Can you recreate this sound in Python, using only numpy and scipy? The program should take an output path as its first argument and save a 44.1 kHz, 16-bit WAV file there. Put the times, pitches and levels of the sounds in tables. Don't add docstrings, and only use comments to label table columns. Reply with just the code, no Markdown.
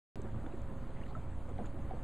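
import sys
import numpy as np
from scipy import signal
from scipy.fft import rfft, irfft
from scipy.io import wavfile
from scipy.ndimage import uniform_filter1d

SR = 44100
rng = np.random.default_rng(int(sys.argv[2]) if len(sys.argv) > 2 else 0)


def dump(signal):
    limited = np.clip(np.atleast_2d(signal).T, -1, 1)
    pcm = np.round(limited * 32767).astype(np.int16)
    wavfile.write(sys.argv[1], SR, pcm)


def gain_from_db(level_db):
    decades = np.asarray(level_db, float) / 20
    return 10 ** decades


N = 89787

# (frequency [Hz], level [dB])
LAP = [(76, -8), (130, -1), (168, -8), (234, -4), (469, -16.5), (546, -15), (607, -15), (1060, -19.5),
       (4800, -47.5), (6240, -83), (10600, -120)]


def evened(x):
    return x / np.sqrt(np.mean(x ** 2) + 1e-20)


def read(points, hz):
    f, value = np.transpose(points)
    return np.interp(np.log(hz + 1), np.log(f + 1), value)


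def follow(curve):
    s, db = np.transpose(curve)
    return gain_from_db(np.interp(np.arange(N) / SR, s, db - db.mean()))


def add(mix, s, sound):
    part = mix[round(s * SR):][:len(sound)]
    part += sound[:len(part)]


def resonate(x, hz, width_hz):
    turn = np.exp(2j * np.pi * hz * np.arange(len(x)) / SR)
    r = np.exp(-np.pi * width_hz / SR)
    for _ in range(2):
        x = 2 * (turn * signal.lfilter([1 - r], [1, -r], x / turn)).real
    return x


def colour(x, gain_db):
    spectrum = rfft(np.r_[x, x[::-1]])
    gain = gain_from_db(gain_db(np.fft.rfftfreq(2 * N, 1 / SR)))
    return irfft(spectrum * gain, 2 * N)[:N]


def noise(points, patchy_db, skirt_db):
    a, b, patches = rng.standard_normal((N // 256 + 5, 513, 3)).T
    patches = uniform_filter1d(patches, size=10, axis=0)
    patches = evened(uniform_filter1d(patches, size=8, axis=1))
    spectra = (a + 1j * b) * gain_from_db(patchy_db * patches)
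    x = signal.istft(spectra, nperseg=1024, noverlap=768)[1][:N]

    def gain_db(f):
        inside = np.clip(f, points[0][0], points[-1][0])
        octaves_beyond = abs(np.log2((f + 1) / (inside + 1)))
        return read(points, f) + skirt_db * octaves_beyond

    return evened(colour(x, gain_db))


def slow(*sizes):
    v = rng.standard_normal(N)
    for size in sizes:
        v = uniform_filter1d(v, size=size)
    return evened(v)


def ring(db, hz, t60, rise_per_s, onset_s):
    t = np.arange(0, t60 + onset_s, 1 / SR)
    decay = gain_from_db(db - 60 * np.maximum(t - onset_s, 0) / t60)
    shape = np.minimum(t / onset_s, 1) * decay
    return shape * np.sin(2 * np.pi * hz * (t + rise_per_s * t ** 2 / 2))


def air_hiss():
    # (frequency [Hz], level [dB])
    hiss = [(3000, -2.5), (6500, 1), (8000, 0), (9100, -1), (9500, -7.5), (11000, -9.5)]
    # (frequency [Hz], level [dB])
    air = [(11000, -5), (13000, 2), (14900, -4)]
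    out = gain_from_db(-75.5) * noise(hiss, patchy_db=3.0, skirt_db=-27)
    return out + gain_from_db(-89) * noise(air, patchy_db=1.5, skirt_db=-200)


def distant_engine():
    # (frequency [Hz], level [dB])
    rumble = [(7.1, -35), (12, 0.5), (23, -6.5), (43, -21.5), (88, -13), (118, -18.5), (160, -22.5),
              (210, -60), (350, -120)]
    # (pitch [Hz], level [dB rms], wander [Hz])
    drone = [(24.96, -55, 5.1), (56.67, -51, 4.8), (85.1, -55.5, 1.76), (119.24, -55.5, 3.9)]
    # (time [s], level [dB])
    swell = [(0.2, -47.5), (0.224, -47), (0.368, -42.5), (0.52, -48.5), (0.546, -45.5), (1.708, -44),
             (1.734, -46.5), (1.866, -41.5), (2.03, -45)]
    engine = gain_from_db(-47) * noise(rumble, patchy_db=-1.1, skirt_db=-35)
    for hz, level_db, wander_hz in drone:
        drift, throb = slow(2500, 1500), slow(2500, 1500)
        phase = 2 * np.pi * np.cumsum(hz + wander_hz * drift / 2) / SR
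        engine = engine + gain_from_db(level_db + 4 + 1.83 * throb) * np.sin(phase)
    return follow(swell) * engine


def pump_whine():
    # (time [s], pitch [Hz], level [dB])
    whine = [(.2, 538, -64), (.45, 560, -63), (.6, 550, -63), (.75, 535, -63), (1.1, 545, -63),
             (1.25, 540, -64), (1.47, 545, -62), (1.72, 555, -62), (2.03, 548, -64)]
    s, hz, db = np.transpose(whine)
    t = np.arange(N) / SR
    drift, throb = slow(3000), slow(3000)
    phase = 2 * np.pi * np.cumsum(np.interp(t, s, hz) + 1.53 * drift) / SR
    return gain_from_db(np.interp(t, s, db) + 4.5 + 0.8 * throb) * np.sin(phase)


def crickets():
    # (time [s], level [dB])
    trill = [(.16, -100), (.7, -93), (1.15, -91), (1.4, -86), (1.85, -85), (2.04, -87)]
    trill_hz, fall_hz, chirps_per_s, first_s = 8980, 244, 59.9, 0.0075
    t = np.arange(N) / SR
    s, db = np.transpose(trill)
    turns = chirps_per_s * (t - first_s)
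    chirp = np.round(turns).astype(int)
    phase, size = rng.standard_normal((200, 2)).T
    hz = trill_hz - fall_hz * 2 * (turns - chirp)
    tone = np.sin(2 * np.pi * (np.cumsum(hz) / SR + 0.22 * phase[chirp]))
    near = abs(np.cos(np.pi * turns)) ** 6.1 * gain_from_db(1.3 * size[chirp]) * tone
    far = resonate(rng.standard_normal(N), hz=8500, width_hz=150)
    return gain_from_db(np.interp(t, s, db)) * evened(near) + gain_from_db(-92) * evened(far)


def lapping():
    # (time [s], level [dB])
    stir = [(.16, -1.5), (.3, -1), (.45, -1), (.7, -1.1), (1.0, -1), (1.3, -1.44), (1.45, -2.7),
            (1.6, -1.5), (1.75, -1.5), (2.04, -0.6)]
    return follow(stir) * gain_from_db(-48.5) * noise(LAP, patchy_db=1.5, skirt_db=-7)


def fizz():
    bubbles_per_s, spread_db = 900, 2.5
    out = np.zeros(N)
    kind = rng.integers(0, 24, N)
    starts = rng.random(N) < bubbles_per_s / SR
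    size = gain_from_db(spread_db * np.minimum(rng.exponential(1, N), 4)) * starts
    for k, hz in enumerate(np.geomspace(250, 4500, num=24)):
        db = 0.65 * read(LAP, hz) + 2.35 * np.log2(hz / 250)
        bubble = ring(db, hz, t60=14 / hz, rise_per_s=0.0051 * hz, onset_s=0.00088)
        out += signal.oaconvolve(size * (kind == k), bubble)[:N]
    return gain_from_db(-62) * evened(out)


def slops():
    # (time [s], length [s], level [dB], centre [Hz], width [Hz])
    bursts = [(0.246, 0.051, -54, 540, 490), (.461, 0.0095, -52, 950, 1020),
              (1.013, 0.013, -65.5, 2220, 600), (1.061, 0.013, -70, 2560, 1980),
              (1.079, 0.039, -69.5, 3700, 2200), (1.479, 0.054, -51.5, 473, 560),
              (1.588, .055, -50, 450, 500), (1.586, 0.03, -61, 1150, 400), (1.648, 0.025, -60, 700, 400),
              (1.655, .03, -72, 2500, 1500), (1.93, .05, -55, 503, 510), (0.299, .1, -52, 96, 50),
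              (.96, .07, -66.5, 1900, 1000), (1.1, .025, -73.5, 4100, 1200), (1.663, .016, -69, 3300, 2200),
              (1.578, .016, -68, 2700, 2000)]
    out = np.zeros(N)
    for s, length, db, hz, width_hz in bursts:
        u = np.linspace(0, 1, round(length * SR))
        burst = resonate(rng.standard_normal(6000), hz, width_hz)[-len(u):]
        add(out, s, gain_from_db(db) * np.sin(np.pi * u ** 0.47) * evened(burst))
    return out


def spray_ticks():
    # (time [s], peak [dB], centre [Hz], width [Hz])
    ticks = [(0.2178, -48, 7400, 890), (.2178, -50, 6250, 695), (0.218, -55, 4700, 800),
             (0.223, -65, 6240, 300), (.224, -73, 8250, 500), (.164, -71, 7200, 400),
             (.313, -64, 3600, 2500), (0.57, -64, 4700, 1200), (1.584, -58, 3900, 900),
             (.6186, -48, 6800, 2500), (.6186, -55, 10500, 3500), (1.165, -64, 5000, 3000),
             (1.062, -54, 2600, 1500), (.465, -50, 2000, 1500), (1.0795, -60, 3500, 1500),
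             (1.082, -61, 4300, 900), (1.094, -64, 4600, 800), (1.185, -59, 2200, 1200),
             (1.46, -60, 2500, 1200), (1.4928, -59, 7100, 600), (1.556, -58, 3900, 1400),
             (1.56, -69, 3600, 1500), (1.635, -64, 7500, 500), (1.635, -62, 6700, 600),
             (1.6425, -70, 6800, 500), (1.6532, -52, 3000, 2000), (1.6581, -48, 3000, 2000),
             (1.6581, -55, 4500, 1500), (1.6583, -56, 7500, 600), (1.66, -53.5, 6900, 500),
             (1.659, -64, 10400, 2500), (1.666, -59, 6800, 500), (1.665, -56, 4000, 1400),
             (1.6695, -63, 7200, 700), (1.672, -61, 2700, 1200), (1.675, -62, 2500, 1500),
             (1.746, -58, 3000, 1200), (1.909, -58, 3080, 900)]
    out = np.zeros(N)
    t = np.arange(0, 0.012, 1 / SR)
    for s, db, hz, width_hz in ticks:
        u = np.pi * width_hz * t
        add(out, s, gain_from_db(db) * (u * np.exp(1 - u)) ** 2 * np.sin(2 * np.pi * hz * t))
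    return out


def drips():
    # (time [s], peak [dB], start pitch [Hz], 60 dB decay [s])
    drops = [(.2325, -64, 3800, .01), (.239, -69, 3850, .008), (0.275, -66, 1960, 0.012),
             (0.312, -67, 1690, .015), (.4635, -56, 3400, 0.02), (.462, -60, 2200, 0.0065),
             (0.524, -60.5, 2570, 0.027), (.967, -56, 1930, 0.025), (1.006, -57, 1235, 0.024),
             (1.011, -54.5, 1770, .03), (1.032, -56, 2670, .02), (1.036, -51.5, 2800, 0.011),
             (1.062, -53, 1824, 0.018), (1.0672, -51, 2000, 0.008), (1.066, -61, 3740, 0.0059),
             (1.089, -64, 3600, 0.012), (1.024, -60, 2100, .015), (1.003, -62, 2560, .012),
             (1.016, -60, 2240, .012), (1.095, -60, 2040, 0.045), (1.109, -64, 4140, 0.02),
             (1.582, -53, 2050, 0.0067), (1.644, -46, 1350, 0.011), (1.657, -50.5, 1770, 0.006),
             (1.665, -61.5, 3560, 0.018), (1.624, -52, 940, 0.017), (1.908, -59, 2230, .01),
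             (1.905, -51, 980, 0.033)]
    out = np.zeros(N)
    for s, db, hz, t60 in drops:
        add(out, s, ring(db, hz, t60, rise_per_s=9.2, onset_s=0.0014))
    return out


def gurgles():
    # (time [s], peak [dB], pitch [Hz], 60 dB decay [s])
    pockets = [(.194, -38, 391, 0.057), (.245, -37.5, 366, 0.058), (.261, -46, 530, 0.04),
               (.234, -40, 205, .07), (.263, -42, 230, .07), (.343, -40, 215, .07), (.373, -46, 205, .05),
               (.176, -39, 125, .05), (.606, -39, 105, .06), (.35, -35.5, 100, 0.14),
               (.462, -39.5, 318, 0.048), (.4645, -42, 600, 0.015), (.47, -46, 503, 0.04),
               (0.44, -44.5, 313, 0.066), (.54, -46, 480, .03), (.536, -36, 353, 0.047),
               (0.82, -42.5, 236.4, 0.15), (1.151, -39, 1318, 0.052), (1.164, -44, 630, 0.05),
               (1.174, -46, 700, .04), (1.4, -42, 312, 0.028), (1.482, -49, 760, 0.03),
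               (1.495, -46, 450, 0.057), (1.512, -44, 380, 0.025), (1.587, -37.5, 755, 0.061),
               (1.587, -40, 460, 0.044), (1.598, -38.5, 750, 0.047), (1.597, -41, 450, 0.05),
               (1.587, -39, 215, 0.093), (1.608, -37, 225, 0.12), (1.604, -42, 335, 0.043),
               (1.628, -41, 300, .04), (1.61, -41, 660, .04), (1.61, -44, 480, .05),
               (1.618, -39.5, 228, 0.051), (1.27, -49.5, 395, .06), (1.909, -38.5, 743, 0.065),
               (1.910, -45, 650, .04), (1.922, -45, 745, 0.09), (1.935, -45, 485, 0.08),
               (1.791, -44, 185, .07) , (1.16, -40, 168.7, 0.13)]
    out = np.zeros(N)
    for s, db, hz, t60 in pockets:
        add(out, s, ring(db, hz, t60, rise_per_s=0.5, onset_s=1.19 / hz))
    return out


def scene():
    # (frequency [Hz], side minus mid [dB])
    port_width = [(60, -29), (130, -48), (290, -50.5), (640, -43.5), (1410, -30), (3090, -16), (6800, -31),
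                  (15000, -4)]
    garden = air_hiss() + distant_engine() + pump_whine() + crickets()
    water = lapping() + fizz() + slops() + spray_ticks() + drips() + gurgles()
    mid = garden + water
    scrambled = irfft(rfft(mid) * np.exp(2j * np.pi * rng.random(N // 2 + 1)), N)
    side = colour(scrambled, lambda f: read(port_width, f))
    return np.array([mid + side, mid - side])


def fray_treble(x):
    # (start [s], length [s], edge [Hz])
    dropouts = [(.335, .03, 10200), (0.503, .025, 12500), (0.889, .11, 12500), (1.152, .025, 10500),
                (1.275, .11, 11800), (1.51, .05, 11000), (1.69, .035, 11500), (1.814, .04, 12490)]
    edge_hz, jitter_hz, sparse_from_hz, sparse_keep, cut_db = 14700, 500, 10000, 0.05, -24
    hz, t, z = signal.stft(x, SR, nperseg=2048)
    edge = edge_hz + jitter_hz * rng.uniform(-2, 1, len(t))
    for start, length, low_edge_hz in dropouts:
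        edge = np.where((t > start) & (t < start + length), low_edge_hz, edge)
    height = np.clip((hz[:, None] - sparse_from_hz) / (edge_hz - sparse_from_hz), 0, 1)
    share = sparse_keep ** height
    kept = (rng.random((len(t), len(hz))).T < share) & (hz[:, None] < edge)
    gain = np.where(kept, share ** -0.5, gain_from_db(cut_db))
    return signal.istft(z * gain, SR, nperseg=2048)[1][:, :N]


def top_cut(x):
    return signal.sosfilt(signal.butter(12, 15560, fs=SR, output="sos"), x)


def record(dry):
    offsets = [
        [0.0076],
        [0.0096],
    ]
    notch_hz, notch_width_hz, notch_db = 5465, 1010, -19.5
    open_s, ramp_s = 0.1573, 0.000057

    def notch(f):
        return notch_db * np.exp(-abs(f - notch_hz) / notch_width_hz * 2)

    housed = np.array([colour(channel, notch) for channel in dry])
    heard = fray_treble(housed) + offsets
    opening = np.clip((np.arange(N) / SR - open_s) / ramp_s, 0, 1)
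    return top_cut(heard * opening)


dry = scene()
out = record(dry)
dump(out)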